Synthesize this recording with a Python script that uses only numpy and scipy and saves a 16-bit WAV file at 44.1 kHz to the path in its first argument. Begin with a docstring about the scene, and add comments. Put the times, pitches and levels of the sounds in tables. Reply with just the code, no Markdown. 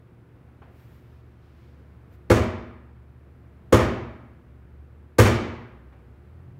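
"""An electric hum and dull air noise fill a church; an engine outside fades in, and revs up at the end.
Faint shoe taps and rustling clothes come and go. Three hard knocks on a wooden altar stand are heard
from far back: each blow cracks, rings the boards and thumps the hollow platform below,
then echoes off the far wall and dies away in the hall."""
import sys
import numpy as np
from scipy import signal
from scipy.fft import rfft, irfft, next_fast_len
from scipy.io import wavfile
from scipy.ndimage import uniform_filter1d, map_coordinates

SR = 44100
rng = np.random.default_rng(int(sys.argv[2]) if len(sys.argv) > 2 else 0)


def transcribe(u):
    """Save the signal u as a 16-bit wav file named by the first command-line argument.

    u: samples, shape (n,) or (channels, n), limited to [-1, 1]; the rate is SR.
    q: integer samples, one column per channel.
    """
    v = np.clip(np.atleast_2d(u).T, -1, 1)
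    q = np.round(v * 32767).astype(np.int16)
    wavfile.write(sys.argv[1], SR, q)


N = 290707


def amp(db):
    """Turn decibels into a gain to multiply by."""
    return 10 ** (np.asarray(db) / 20)


def unit(x):
    """Scale a sound to an average (rms) level of 1."""
    return x / np.sqrt(np.mean(x ** 2) + 1e-20)


def along(points, hz, column=1):
    """Read a table between its rows, on a log frequency scale."""
    table = np.transpose(points)
    return np.interp(np.log(hz + 1), np.log(table[0] + 1), table[column])


def wobble(rate):
    """A smooth random curve through `rate` new values a second."""
    return map_coordinates(rng.standard_normal(int(N * rate / SR) + 4), [np.arange(N) * rate / SR])


def filtered(x, response):
    """Turn each frequency up or down by the gain response(hz)."""
    size = next_fast_len(len(x) + SR // 4)
    return irfft(rfft(x, size) * response(np.fft.rfftfreq(size, 1 / SR)), size)[:len(x)]


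def noise(spectrum, size):
    """Noise of average level 1; the table sets only its tone colour."""
    return unit(filtered(rng.standard_normal(size), lambda hz: amp(along(spectrum, hz))))


def swell(t, rise, t60):
    """A loudness curve that builds up softly, then falls 60 dB every t60 seconds."""
    t = np.maximum(t, 0)
    return (1 - np.exp(-(t / rise) ** 2)) * np.exp(-np.log(1000) * t / t60)


def add(track, s, sound):
    """Mix a sound into the track at s seconds."""
    start = round(s * SR)
    track[start:start + len(sound)] += sound[:N - start]


def room_tone():
    """A slightly wavering electric hum over dull air noise."""
    # tones of the hum: f/Hz, level/dB
    hum_tones = [(119, -56.5), (241, -69.5), (356, -68.5), (479, -73.5)]
    # still air of the church: f/Hz, level/dB
    air = [(20, -36.5), (40, -11), (62, -3.5), (120, 0.5), (175, -6.5), (340, -10.5), (550, -18),
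           (900, -22.5), (1450, -24), (2300, -31), (3500, -40.5), (6400, -50.5), (16000, -50)]
    t = np.arange(N) / SR
    waver = lambda hz: unit(amp(2.5 * wobble(7)) * np.sin(2 * np.pi * hz * t + 1.1 * wobble(6)))
    hum = sum(amp(db) * waver(hz) for hz, db in hum_tones)
    return hum + amp(-53.5 + 0.67 * wobble(1.9)) * noise(air, N)


def engine():
    """Only low exhaust tones pass through the walls; overtones and rumble grow with engine speed."""
    # how often the engine fires: t/s, f/Hz
    speeds = [(0, 75.1), (1.3, 74), (2.8, 69.5), (3.3, 73.53), (4.5, 68), (5.05, 74.84), (5.7, 63.44),
              (6.1, 66.34), (6.59, 94)]
    # overtones: multiple of the firing rate, relative level/dB
    orders = [(1.5, -3.5), (2, -9)]
    # low rumble: f/Hz, level/dB
    rumble_colour = [(25, -28.5), (50, -2), (130, -5.5), (220, -19), (500, -47), (2000, -83)]
    cruise_hz, coast_db, pull_db = 75, -53, 3
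    t = np.arange(N) / SR
    firing_hz = np.interp(t, *np.transpose(speeds))
    acceleration = uniform_filter1d(np.gradient(firing_hz) * SR, size=SR // 5)
    pull = np.clip(acceleration / 8, 0, 1)  # pulls hardest when gaining 8 Hz a second
    fade_in = 1 - np.exp(-t / 0.36)
    phase = 2 * np.pi * np.cumsum(firing_hz) / SR
    overtones = sum(amp(db + 2.5 * wobble(4.5)) * np.sin(k * phase + .7 * wobble(6.7))
                    for k, db in orders)
    overtones *= amp(-8 + 0.48 * (firing_hz - cruise_hz))
    firing = amp(1.3 * wobble(11)) * np.sin(phase + 0.18 * wobble(16))
    rumble = amp(-13) * (firing_hz / cruise_hz) ** 4 * noise(rumble_colour, N)
    return fade_in * amp(coast_db + pull_db * pull) * (np.sqrt(2) * (firing + overtones) + rumble)


def walker():
    """Shoes tap softly and the room answers; clothes and soles brush the carpet."""
    # taps on the platform: t/s, level/dB
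    taps = [(.618, -48.5), (5.923, -52.5)]
    # sound of a shoe: f/Hz, level/dB
    shoe = [(100, -30), (500, 9), (1500, -1), (2600, -8), (5000, -29), (12000, -54)]
    # brushing strokes: middle t/s, length/s, rustle level/dB, hiss level/dB
    brushes = [(0.867, 0.27, -67.5, -71.5), (1.142, 0.22, -74, -86), (1.62, 0.45, -68, -84),
               (2.14, 0.046, -71, -73)]
    # rustle of cloth: f/Hz, level/dB
    cloth = [(200, -9.5), (900, 8.5), (2200, 5.5), (5000, -5), (9000, -19.5), (15000, -21)]
    # fine hiss of a stroke: f/Hz, level/dB
    hiss = [(2000, -25), (6000, -9), (10000, -10), (13000, -2), (15500, -2)]
    cloth_gain = sum(amp(db) * stroke(s, length) for s, length, db, _ in brushes)
    hiss_gain = sum(amp(db) * stroke(s, length) for s, length, _, db in brushes)
    flutter = amp(1.1 * wobble(16))
    track = flutter * (cloth_gain * noise(cloth, N) + hiss_gain * noise(hiss, N))
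    t = np.arange(SR) / SR
    tap_and_room = swell(t, rise=0.0016, t60=0.15) + amp(-4.5) * swell(t, rise=0.053, t60=0.5)
    for s, db in taps:
        add(track, s, amp(db) * noise(shoe, len(t)) * tap_and_room)
    return track


def stroke(s, length):
    """A smooth rise and fall around time s, above half strength for `length` seconds."""
    return .5 ** ((2 * (np.arange(N) / SR - s) / length) ** 2)


def knocks():
    """Each blow cracks, rings the boards and thumps the platform; then the church answers."""
    # blows: t/s, ring level/dB, ring length factor, thump level/dB, crack level/dB,
    # treble tilt/dB per tenfold frequency, hall level/dB, far wall level/dB (levels are relative)
    blows = [(2.2981, 2, 1.04, 0.5, 1, -3.5, -1, -2), (3.7223, 0.6, 1.32, 1.5, 2.5, -4.5, 0.83, -2),
             (5.1822, -0.5, 1.43, 3, 1, 3, 2.7, 1.5)]
    # tones of the stand's boards: f/Hz, level/dB, fade time/s
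    wood = [(203, -21.5, 0.38), (271, -10.5, 0.097), (343.6, -10, .2), (397, -15.5, 0.11),
            (415.6, -13, 0.13), (455, -15, 0.18), (507, -4.5, .12), (553, -16.5, 0.14), (620.5, -16, 0.16),
            (829, -21, .12), (887, -19, 0.092), (954, -24.5, 0.093), (1181, -14, .08), (1338, -18.5, .09),
            (1567, -24, 0.1), (1666, -19.5, .07), (1845, -29, 0.17), (2170, -19.5, 0.1),
            (3200, -28.5, 0.11)]
    # tones of the hollow platform: f/Hz, level/dB, fade time/s
    platform = [(62.5, -20, .5), (84.7, -22, 0.57), (105.4, -10, .28), (117.1, -22.5, 0.73)]
    # tones that linger between the walls: f/Hz, level/dB, fade time/s
    standing_waves = [(191.4, -29.5, .6), (212, -28.5, 0.84), (228.4, -25, 0.8), (240.5, -21.5, 0.9),
                      (338.7, -23.5, 0.74), (358, -27, 0.87), (390.4, -22.5, 0.75), (490, -27.5, 0.59),
                      (515, -26, .62), (624, -28, 0.75), (660, -34, 0.86), (1210, -38, .75),
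                      (1357, -39.5, 0.94), (1850, -44, 0.59), (2217, -44, 0.96), (2990, -46, 0.51)]
    track, t = np.zeros(N), np.arange(3 * SR // 2) / SR
    grain = timber()
    for s, ring_db, length, thump_db, crack_db, treble_db, hall_db, wall_db in blows:
        # a harder contact is shorter and so carries more treble
        colour = lambda hz: grain(hz) * amp(treble_db * np.log10(np.maximum(hz / 1000, 1)))
        boards = amp(ring_db - 2) * ring(wood, t, rise=0.0094, length=length)
        blow = boards + amp(crack_db - 13) * crack(t, colour)
        # the weight of the blow moves the platform and sets the hall ringing
        boom = amp(thump_db) * (ring(platform, t, rise=.014) + ring(standing_waves, t, rise=0.054))
        echo = amp(wall_db) * far_wall(blow)
        hall = amp(hall_db - 15.5) * reverberation(t, colour)
        add(track, s, blow + boom + echo + hall)
    return track


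def timber():
    """The stand's countless finer tones: a jagged gain over frequency that every blow shares."""
    bumps = rng.standard_normal(SR // 40)
    jagged = lambda hz: map_coordinates(bumps, [hz / 26], mode="nearest")  # a new value every 26 Hz
    return lambda hz: amp(2.2 * np.minimum(hz / 1500, 1) * jagged(hz))


def crack(t, colour):
    """The snap of wood on wood, scattered by the furniture and walls close by."""
    # splintery crack: f/Hz, level/dB
    splinter = [(20, -23.5), (45, -1.5), (150, 3), (420, 4), (700, -1), (1000, 0.5), (1600, -3), (2300, -8),
                (3200, -13), (5200, -17.5), (6600, -15), (9000, -21), (16000, -27.5)]
    snap = filtered(noise(splinter, len(t)), colour)
    clumps = unit(amp(1.8 * wobble(300)[:len(t)]))  # reflections arrive in bunches
    burst = amp(1.5) * swell(t, rise=0.0051, t60=0.061)
    tail = amp(-4.5) * swell(t, rise=0.013, t60=0.33)
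    return snap * clumps * (burst + tail)


def ring(tones, t, rise, length=1):
    """Fading tones that start together, at slightly new strengths and pitches for each blow."""
    total = np.zeros(len(t))
    for k, (hz, db, t60) in enumerate(tones):
        strength_db, detune = rng.normal(0, [1.3, .004])
        sign = (-1) ** k  # neighbouring tones push the air in opposite directions
        wave = sign * np.sin(2 * np.pi * hz * (1 + detune) * t)
        total += amp(db + strength_db) * wave * swell(t, rise, t60 * length)
    return total


def reverberation(t, colour):
    """The hall fills with reflections and empties again, the treble first."""
    # wash of sound after a blow: f/Hz, level/dB, time to fade by 60 dB/s
    hall = [(25, -5, 0.73), (45, -5.5, 0.62), (65.2, 15, 0.94), (116, 13, 0.78), (148, 0, 0.94),
            (365, 4.5, 0.87), (606, -1.5, 0.83), (1100, -4.5, 0.9), (1704, -8.5, 0.89), (2296, -9, 0.82),
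            (3700, -17, 0.7), (6810, -21.5, 0.52), (11170, -29, .3), (16000, -33, .22)]
    wash = filtered(noise(hall, len(t)), colour)
    hz, age, bands = signal.stft(wash, SR, nperseg=512)  # split up so each band fades at its own pace
    fade = amp(-60 * age / along(hall, hz, column=2)[:, None])
    tail = signal.istft(bands * fade, SR, nperseg=512)[1][:len(t)]
    return tail * (1 - np.exp(-(t / 0.053) ** 2))


def far_wall(x):
    """The far wall's echo comes 62 ms late, smeared by benches and panelling."""
    # tone colour of the echo: f/Hz, level/dB
    wall = [(100, -15.5), (500, -12), (1300, -8.5), (2600, -7.5), (4500, -12), (8000, -16.5),
            (16000, -20.5)]
    t = np.arange(SR // 8) / SR
    burst = rng.standard_normal(len(t)) * swell(t - .062, rise=0.0014, t60=0.03)
    echo = filtered(burst / np.linalg.norm(burst), lambda hz: amp(along(wall, hz)))
    return signal.fftconvolve(x, echo)[:len(x)]


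def scene():
    """All the sounds together in one channel."""
    return (knocks() + walker() + engine() + room_tone())[None]


def record(dry):
    """Round off the highest peaks and cut the very top of the treble."""
    top_hz = 15800
    rounded = dry[0] / (1 + np.abs(dry[0]) ** 8) ** (1 / 8)
    return filtered(rounded, lambda hz: np.clip((top_hz - hz) / 300 + .5, 0, 1))[None]


dry = scene()
out = record(dry)
transcribe(out)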